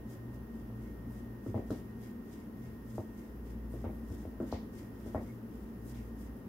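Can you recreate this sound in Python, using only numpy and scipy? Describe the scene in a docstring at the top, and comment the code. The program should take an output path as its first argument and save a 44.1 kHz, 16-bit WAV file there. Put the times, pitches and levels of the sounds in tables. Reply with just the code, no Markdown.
"""A hand rubs crumbly dough around a ceramic bowl on a wooden table in a small kitchen.
From the start, friction makes the crumbs rustle softly over an appliance's hum and whine, room noise,
a faint high hiss and occasional faint peeps. The pushed bowl taps at 0.7 s, rocks around 1.5 s and knocks
once at 3 s; each dull impact excites the modes of bowl and table. From 3.7 to 5.2 s the knocks come in
clusters, then the rubbing goes on with a last scatter of crumbs."""
import sys
import numpy as np
from scipy import signal
from scipy.fft import rfft, irfft
from scipy.io import wavfile

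SR = 44100
rng = np.random.default_rng(int(sys.argv[2]) if len(sys.argv) > 2 else 0)


def pcm_store(signal):
    """Save signal as 16-bit PCM."""
    levels = np.round(np.clip(np.atleast_2d(signal), -1, 1) * 32767)
    wavfile.write(sys.argv[1], SR, levels.astype(np.int16).T)


N = 285768
T, HZ = np.arange(N) / SR, np.fft.rfftfreq(N, 1 / SR)


# Impacts of bowl on table: start_s, level_db, pitch_hz, thud_gain_db, room_gain_db, ring_gain_db,
# hollow_gain_db, tick_gain_db, ring_time_factor, thud_hz, main_mode_gain_db
IMPACTS = [(.703, -46, 650, -14, -13, -7, -10, -24, .8, 100, 2),
           (1.465, -31.5, 325, -1, -2.5, -6, 4, -16, 0.63, 108, -7),
           (1.481, -41.5, 260, 17.5, -8, -11, -6, -30, .59, 104, 0),
           (1.545, -27, 524, 6.5, 2.5, -6, -1, -33, .89, 103, 3),
           (1.578, -36, 474, 9, 3, 7, 5.5, -30, 0.51, 105, 0),
           (1.595, -40, 497, -2, -20, -10, 0, -32, 0.71, 109, -3),
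           (1.706, -28, 396, 1.5, -1, -3.5, 4, -10.5, 1.06, 111, 1),
           (2.9824, -26.5, 556, 1, -5, -8.5, -3, -37, 1.14, 101, 5),
           (3.74, -34.5, 396, -3, -4, -2, -4, -23, 1.1, 90, -8),
           (3.843, -32.5, 496, 5, 1, 0.5, 2.5, -13, 0.85, 96, -6),
           (3.8559, -35, 620, 9.5, -4, -9, 0, -19, 0.76, 97, 0),
           (3.894, -41.5, 546, 1, 4, 1, 1, -36, 1.1, 95, 0),
           (4.104, -43, 282, 16.5, 2, 4, -5, -28, 0.85, 87, 12),
           (4.1225, -50, 356, -2, 12, -6, -10, -30, 1, 89.5, 0),
           (4.254, -33.5, 437, 5.5, -8.5, -2, -1, -20, .59, 85, -5),
           (4.403, -30, 420, -12, 0.5, 3, 10.5, -11.5, 0.57, 100, 1.5),
           (4.5271, -23, 576, -0.5, -5.5, -7, -9, -28, 0.99, 85, -11),
           (5.063, -39.5, 445, 6, 1, 5.5, 0, -11, 0.94, 94, -7),
           (5.148, -24, 640, 1, -2, -0.5, -3, -34, 0.86, 88.5, 6),
           (5.156, -32.5, 800, -12, -6, -4, -15, -18, 0.64, 95, 0),
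           (5.182, -37, 520, 3, -8, 3, 5, -30, 0.79, 96, 4),
           (5.216, -39.5, 600, 4, -5, -2, 8, -30, 0.69, 95, 0)]
# Modes of the standing bowl: pitch_hz, gain_db, t60_s (before ring_time_factor)
BOWL_MODES = [(116, -7, .12), (200, -14, .1), (235, -8, .14), (285, -11, .14), (335, -9, .12),
              (409, -18, .16), (450, -19, .12), (1400, -13, .022), (501, -23, .17), (530, -22, .19),
              (690, -21, .12), (783, -21, .17), (918, -26, .2), (1090, -26, .18)]
# Modes of the hollow table top: pitch_hz, gain_db, t60_s
TABLE_MODES = [(224.6, -10.5, 0.17), (253, -13, 0.33), (308, -16.5, 0.2), (336.3, -11, 0.16)]
# Early reflections from walls and worktop: delay_s, signed_gain
REFLECTIONS = [(.0056, -0.32), (.0073, 0.083), (.0083, 0.14), (.0092, 0.057), (.0108, 0.055),
               (0.0126, 0.12), (.0195, -0.21), (.027, -0.043), (.036, 0.15)]
# Direct sound at the left and right microphone: gain_db
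DIRECT_GAINS = [
    [0],
    [-2],
]

def bowl_knocks(thud_rise_s=.013, ring_rise_s=.00044, hollow_rise_s=.0042, tick_hz=1270, tick_s=.00094):
    """Impact excitation: each blow sets bowl and table into damped free vibration, and the walls echo."""
    lead_s = .004
    t = np.arange(SR // 2) / SR - lead_s
    age = np.maximum(t, 0)
    out = np.zeros((2, N))
    for (start_s, level_db, pitch_hz, thud_db, room_db, ring_db,
         hollow_db, tick_db, ring_time_factor, thud_hz, main_mode_db) in IMPACTS:
        # the dry tick of the bowl's foot
        tick = amp(tick_db) * np.exp(-(t / tick_s) ** 2) * np.cos(2 * np.pi * tick_hz * t)
        pulse = contact_pulse(t, pitch_hz) + tick
        direct = (contact_pulse(t, pitch_hz, force_share=.16) + tick) * amp(DIRECT_GAINS)
        # each mode is driven by the pulse's spectrum at its own frequency
        spectrum = abs(rfft(pulse))
        drive = spectrum / spectrum.max()
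        bowl = BOWL_MODES + [(627, -14.5 + main_mode_db, .18)]  # the main mode varies with the spot hit
        modes = []
        for hz, db, t60 in bowl:
            decay = amp(db - 60 * age / (t60 * ring_time_factor))  # the hand's grip sets the damping
            modes.append(decay * drive[int(hz * len(t) / SR)] * np.cos(2 * np.pi * hz * age))
        weights = rng.uniform(.7, 1.3, len(bowl))  # the bowl lands on another spot of its foot each time
        ring = amp(ring_db) * (weights @ np.array(modes)) * onset(age, ring_rise_s)
        # the heavy table top takes a cycle or two to get going
        swell = age / thud_rise_s
        thud = amp(thud_db - 9) * (swell * np.exp(1 - swell)) ** 2 * np.cos(2 * np.pi * thud_hz * age)
        hollow = sum(amp(db - 60 * age / t60) * np.cos(2 * np.pi * (hz * age + rng.random()))
                     for hz, db, t60 in TABLE_MODES)
        hollow = amp(hollow_db) * hollow * onset(age, hollow_rise_s)
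        echoes = sum(gain * contact_pulse(t - delay_s, pitch_hz) for delay_s, gain in REFLECTIONS)
        room = amp(room_db) * (echoes + reverberation(pulse[None], gain_db=-3))
        add(out, start_s - lead_s, amp(level_db) * (direct + thud + hollow + ring + room))
    # a high-pass keeps the knocks free of DC offset and deep rumble
    return signal.sosfilt(signal.butter(2, 28, "highpass", fs=SR, output="sos"), out)


def contact_pulse(t, pitch_hz, force_share=0, cutoff_hz=1900, smoothness=30):
    """Radiation: a cushioned force is heard as its second derivative and, close by, partly as itself."""
    pulse_time = np.maximum(smoothness - .7 + t * 2 * np.pi * pitch_hz / np.sqrt(2 / (smoothness - 1)), 0)
    force = pulse_time ** smoothness * np.exp(-pulse_time)
    pressure = -np.gradient(np.gradient(force))
    pressure = low_pass(pressure, cutoff_hz, order=8)  # the dough damps the bowl's treble
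    return pressure / pressure.max() + force_share * force / force.max()


# Finger strokes through the dough: peak_s, level_db, length_s, coarse_gain_db, flour_gain_db
STROKE_PEAKS = [(0.12, -65, 0.083, -4, -2), (.34, -77, .08, -2, 2), (.58, -73.5, .081, -1, -5),
                (0.84, -77, 0.15, -2, -6), (1.155, -71.5, 0.13, -1.5, -4), (1.473, -69, .1, -4.5, -7),
                (1.577, -73.5, .06, 5, -4), (1.74, -69, 0.16, -1, 0), (1.89, -84, .06, 3, -2),
                (2.048, -69.5, 0.12, 0.5, 0), (2.334, -71, .17, -1, -4), (2.658, -75, 0.17, 1, -2),
                (2.94, -68.5, .18, -6, -2), (3.196, -74, 0.23, -4, -2), (3.49, -74.5, 0.12, 1, 1),
                (3.776, -72.5, 0.19, -0.5, -6), (3.96, -81, 0.17, -1, 9), (4.144, -69.5, .21, -3.5, -3),
                (4.482, -68.5, 0.14, 0.5, -1), (4.779, -67, 0.13, -3.5, -3),
                (5.11, -70.5, 0.35, -0.5, -1.5), (5.296, -73, .11, -7, -3), (5.597, -76.5, 0.24, -1, -1),
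                (5.933, -69, 0.26, -6, -4), (6.217, -68, 0.098, -3, -2), (6.37, -78, .05, -3, 10)]

def finger_strokes(coarse=False, flour=False, press_share=.41, roundness=1.8, resting_db=-96):
    """Incoherent sources add in power: the envelope of strokes that each press in and let go."""
    power = amp(resting_db) ** 2
    for peak_s, level_db, length_s, coarse_db, flour_db in STROKE_PEAKS:
        from_peak = np.maximum((peak_s - T) / press_share, (T - peak_s) / (1 - press_share)) / length_s
        peak = amp(level_db + coarse * coarse_db + flour * flour_db)
        power = power + (peak * np.exp(-np.minimum(from_peak, 10) ** roundness)) ** 2
    return np.sqrt(power)


# Spectrum of rubbed crumbs: frequency_hz, gain_db
RUSTLE_SPECTRUM = [(500, -31), (1200, 2.5), (2200, 0), (2700, -1.5), (3300, 2.5), (4550, -4), (4950, 5),
                   (5600, 1), (6750, 2.5), (7250, 0.5), (7850, -1.5), (8600, 3), (9300, -2.5), (13000, 3.5),
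                   (16000, -10.5)]

def dough_rustle(gain_db=4, clump_db=1.8, coarse_below_hz=4270, flour_above_hz=9800):
    """Friction noise: crumbs slip under the fingers in uneven clumps, and finer grains sound higher."""
    rustle = colour(crumb_slips(per_s=3500, spread_db=-.5), RUSTLE_SPECTRUM) * amp(clump_db * drift(27))
    coarse = low_pass(rustle, coarse_below_hz, order=6)
    flour = rustle - low_pass(rustle, flour_above_hz, order=12)
    small = rustle - coarse - flour
    return amp(gain_db) * (coarse * finger_strokes(coarse=True) + small * finger_strokes()
                           + flour * finger_strokes(flour=True))


# Lumps that break: start_s, level_db, rise_s, t60_s, centre_hz, width_octaves
LUMP_BREAKS = [(.095, -57, 0.021, 0.15, 11000, 0.67), (1.09, -58, .02, 0.2, 12000, 0.71),
               (1.545, -65, .004, 0.18, 1700, 0.93), (1.703, -59, .002, 0.26, 4300, 0.97),
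               (1.702, -61, 0.0035, 0.14, 11000, 0.63), (3.69, -59, 0.022, 0.26, 11700, 0.63),
               (3.842, -64, .004, 0.14, 2190, 0.91), (4.514, -55.5, .004, 0.4, 4370, 0.68),
               (4.527, -59, 0.0036, .12, 1800, 0.6), (4.78, -59, .005, 0.085, 3200, 0.89),
               (5.151, -51, .003, 0.048, 1700, 0.51), (5.83, -55, 0.033, 0.35, 11900, 0.84),
               (5.93, -64.5, .015, 0.36, 2860, 0.68), (6.18, -56, 0.024, .22, 12000, .6)]

def breaking_lumps():
    """Fracture: each lump scatters crumbs over the glaze in a decaying burst of band-limited noise."""
    scatter = rfft(crumb_slips(per_s=9000, spread_db=3))
    out = np.zeros((2, N))
    for start_s, level_db, rise_s, t60_s, centre_hz, width_octaves in LUMP_BREAKS:
        age = np.maximum(T - start_s, 0)
        band = np.exp(-(np.log2((HZ + 1) / centre_hz) / width_octaves) ** 2)
        out += amp(level_db - 60 * age / t60_s) * onset(age, rise_s) * unit(irfft(scatter * band, N))
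    return out


def crumb_slips(per_s, spread_db):
    """A Poisson process: tiny slips of uneven size reach each microphone as random impulses."""
    size = amp(spread_db * np.minimum(rng.exponential(1, (2, N)), 4))
    return unit(size * rng.standard_normal((2, N)) * (rng.random((2, N)) < per_s / SR))


# Spectrum of the kitchen's reverberation: frequency_hz, gain_db
REVERB_SPECTRUM = [(100, -5), (200, 18.5), (330, 4.5), (480, 5.5), (700, 1.5), (1000, 3), (1300, -2.5),
                   (2000, 14), (4000, -2.5), (14000, -19)]
# Its decay times: frequency_hz, t60_s
REVERB_TIMES = [(100, 0.34), (300, 0.2), (700, 0.26), (2000, 0.22), (8000, 0.21)]

def reverberation(sound, gain_db, gap_s=.00475, build_s=.00053):
    """Reverberation: dense reflections build up after a gap and decay exponentially in each band."""
    hz, t, bands = signal.stft(diffuse_field(SR // 2), SR, nperseg=256)
    decay = amp(at_frequency(REVERB_SPECTRUM, hz)[:, None]
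                - 60 * t / at_frequency(REVERB_TIMES, hz)[:, None])
    tail = signal.istft(bands * decay, SR)[1]
    age = np.maximum(np.arange(tail.shape[1]) / SR - gap_s, 0)
    tail *= 1 - np.exp(-age / build_s)
    tail /= np.linalg.norm(tail[0])
    return amp(gain_db) * signal.fftconvolve(sound, tail, axes=1)[:, :sound.shape[1]]


# Swells and dips of the low 58 Hz hum: time_s, gain_db
LOW_HUM_SWELLS = [(0, -48.5), (.22, -69), (.38, -45), (.46, -48), (.56, -47), (.93, -46), (1.2, -46),
                  (1.33, -59), (1.65, -45.5), (2.4, -77), (2.65, -58), (2.85, -49), (2.95, -62), (3.1, -53),
                  (3.27, -54), (3.38, -43), (3.78, -39.5), (4.1, -44.5), (4.75, -52), (5.28, -49),
                  (5.45, -73), (5.6, -46), (5.72, -53), (5.82, -47.5), (5.95, -43), (6.32, -44),
                  (6.48, -76)]
# Swells and dips of the tone about an octave up: time_s, gain_db
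OCTAVE_SWELLS = [(0, -50), (.75, -50.5), (1.2, -48.5), (1.52, -58), (1.9, -49), (2.3, -53), (2.8, -52.5),
                 (2.96, -38.5), (3.28, -62), (3.86, -42.5), (4.3, -52.5), (4.7, -46), (5.5, -52),
                 (5.78, -53), (6.25, -59), (6.48, -43)]
# Faint tones of constant level: pitch_hz, level_db
MOTOR_TONES = [(916, -78), (1030, -79)]

def appliance_hum():
    """Periodic vibration: a motor radiates a low hum with wavering, nearly harmonic overtones."""
    hum = amp(-3.5) * envelope(LOW_HUM_SWELLS) * tone(58.06, waver_hz=.57, rate_hz=6.4)
    octave_gain = amp(-3) * envelope(OCTAVE_SWELLS) * (1 + .83 * drift(3.8))
    hum += octave_gain * tone(116.6, waver_hz=3.45, rate_hz=7.46)
    hum += amp(-55) * (1 + .33 * drift(20)) * tone(228, waver_hz=8.7, rate_hz=23.3)
    return hum + sum(amp(db) * tone(hz, waver_hz=6, rate_hz=15) for hz, db in MOTOR_TONES)


# Envelope of the whine, with brief dips: time_s, gain_db
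WHINE_ENVELOPE = [(0, 4), (.58, 3.6), (.66, -1), (.75, 3.5), (1.5, 4), (2.2, 3.2), (2.42, 1), (2.5, -2.5),
                  (2.6, 4.5), (2.85, 2), (3.25, 2), (3.38, -2), (3.5, 1), (3.65, -1.5), (3.95, 2),
                  (4.33, -1), (4.5, 2), (4.95, 2), (5.3, -2), (5.7, -4), (5.96, 2.5), (6.48, -1)]
# The whine at the left and right microphone: gain_db
WHINE_GAINS = [
    [-10],
    [4.5],
]

def appliance_whine(pitch_hz=1851, sway_hz=5, sways_per_s=2.7, gain_db=-75):
    """Standing waves bring a thin, frequency-modulated tone unequally to the two microphones."""
    right = tone(pitch_hz + sway_hz * np.sin(2 * np.pi * sways_per_s * T), waver_hz=3.96, rate_hz=25)
    flutter = 1 + .14 * drift(25)
    lead_rad = .7 + .6 * drift(2.5)  # the standing waves shift as the arm moves
    left = (signal.hilbert(right) * np.exp(1j * lead_rad)).real
    return amp(gain_db) * envelope(WHINE_ENVELOPE) * flutter * np.array([left, right]) * amp(WHINE_GAINS)


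# Faint high peeps: peak_s, level_db, length_s
PEEP_SWELLS = [(.87, -80, .08), (2.07, -78.5, .1), (2.4, -78.5, .1), (2.67, -77.5, .09), (3.21, -79.5, .1),
               (4.54, -73, .08), (5.292, -72, .06), (5.99, -79, .1)]

def peeps(pitch_hz=2150, half_width_hz=50, gain_db=6):
    """Narrow-band noise is heard as a fuzzy pitch; each brief swell of it makes a peep."""
    swell = sum(amp(db) * np.exp(-(2 * (T - peak_s) / length_s) ** 2)
                for peak_s, db, length_s in PEEP_SWELLS)
    band = 1 / (1 + ((HZ - pitch_hz) / half_width_hz) ** 2)
    fuzz = irfft(rfft(rng.standard_normal((2, N))) * band, N)
    return amp(gain_db) * swell * unit(fuzz)


# Spectrum of the moving air: frequency_hz, gain_db
AIR_SPECTRUM = [(20, -41.5), (45, -5), (85, -4.5), (150, -10.5), (225, 3.5), (262, -5), (290, -4),
                (325, -7), (400, -8.5), (600, -19.5), (750, -22.5), (1000, -24), (1200, -25.5), (1700, -30),
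                (1950, -29.5), (2250, -39.5), (2750, -37), (4200, -48.5), (9000, -51.5)]
# Its slow changes of level: time_s, gain_db
AIR_ENVELOPE = [(0, 0.34), (1.6, 0.2), (2.4, -0.33), (3.4, -0.26), (4.4, 0.5), (5.6, 0), (6.48, 0)]

def room_air(gain_db=-47):
    """Ambient noise: moving air fills the room with a dull, diffuse sound."""
    return amp(gain_db) * envelope(AIR_ENVELOPE) * colour(diffuse_field(N), AIR_SPECTRUM)


# Likeness of the room's sound at the two microphones: frequency_hz, correlation
COHERENCE = [(60, 0.9), (200, 0.98), (300, 0.9), (640, 0.4), (1400, 0), (3000, 0.00084)]

def diffuse_field(samples):
    """Spatial coherence: diffuse noise is alike at two close points only at long wavelengths."""
    mid, side = rfft(rng.standard_normal((2, samples)))
    correlation = at_frequency(COHERENCE, np.fft.rfftfreq(samples, 1 / SR))
    mid *= np.sqrt((1 + correlation) / 2)
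    side *= np.sqrt((1 - correlation) / 2)
    return irfft(np.array([mid + side, mid - side]), samples)


# Faint high background hiss with a dip near 8.5 kHz: frequency_hz, gain_db
HISS_SPECTRUM = [(1000, -18), (4000, -3), (5300, 2), (7000, -4.5), (8500, -14), (10000, 2.5), (11800, 6.5),
                 (16000, 7)]

def background_hiss(gain_db=-67.5, waver_db=.4):
    """Broadband noise: a faint high hiss, uncorrelated left and right, wavers slightly in level."""
    return colour(rng.standard_normal((2, N)), HISS_SPECTRUM) * amp(gain_db + waver_db * drift(12))


def amp(db):
    """Decibels to amplitude ratio."""
    return 10 ** (np.asarray(db) / 20)


def unit(x):
    """Normalisation to rms 1."""
    return x / np.sqrt(np.mean(x ** 2) + 1e-20)


def at_frequency(points, hz):
    """Interpolation of a table over log frequency."""
    frequency_hz, value = np.transpose(points)
    return np.interp(np.log(hz + 1), np.log(frequency_hz + 1), value)


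def envelope(rows):
    """Amplitude over time from rows of time_s, gain_db."""
    return amp(np.interp(T, *np.transpose(rows)))


def onset(age, rise_s):
    """A smooth attack from 0 to 1."""
    return 1 - np.exp(-(age / rise_s) ** 2)


def colour(x, spectrum):
    """Spectral shaping, normalised to rms 1."""
    return unit(irfft(rfft(x) * amp(at_frequency(spectrum, HZ)), N))


def low_pass(x, cutoff_hz, order):
    """Zero-phase attenuation of the treble."""
    hz = np.fft.rfftfreq(x.shape[-1], 1 / SR)
    return irfft(rfft(x) / (1 + (hz / cutoff_hz) ** order), x.shape[-1])


def drift(rate_hz):
    """Slow Gaussian fluctuation of rms 1."""
    return unit(irfft(rfft(rng.standard_normal(N)) * np.exp(-(HZ / rate_hz) ** 2), N))


def tone(hz, waver_hz, rate_hz):
    """Random frequency modulation of a sine of rms 1."""
    return np.sqrt(2) * np.sin(2 * np.pi * np.cumsum(hz + waver_hz * drift(rate_hz)) / SR)


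def add(mix, start_s, sound):
    """Superposition of a sound on the mix from a given time."""
    part = mix[..., max(round(start_s * SR), 0):][..., :sound.shape[-1]]
    part += sound[..., :part.shape[-1]]


def scene():
    """Superposition: bowl and dough sound in front of the kitchen's background."""
    knocks = bowl_knocks()
    dough = dough_rustle() + breaking_lumps()
    dough += reverberation(dough, gain_db=-5)
    return knocks + dough + peeps() + appliance_hum() + appliance_whine() + room_air() + background_hiss()


def record(dry, imbalance_db=.4, cutoff_hz=15800):
    """Transduction: the left microphone is slightly more sensitive, and both are band-limited."""
    band_limit = signal.firwin(701, cutoff_hz, window=("kaiser", 9), fs=SR)
    sensitivity = amp([[imbalance_db], [-imbalance_db]])
    return signal.oaconvolve(dry * sensitivity, band_limit[None], "same", axes=1)


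dry = scene()
out = record(dry)
pcm_store(out)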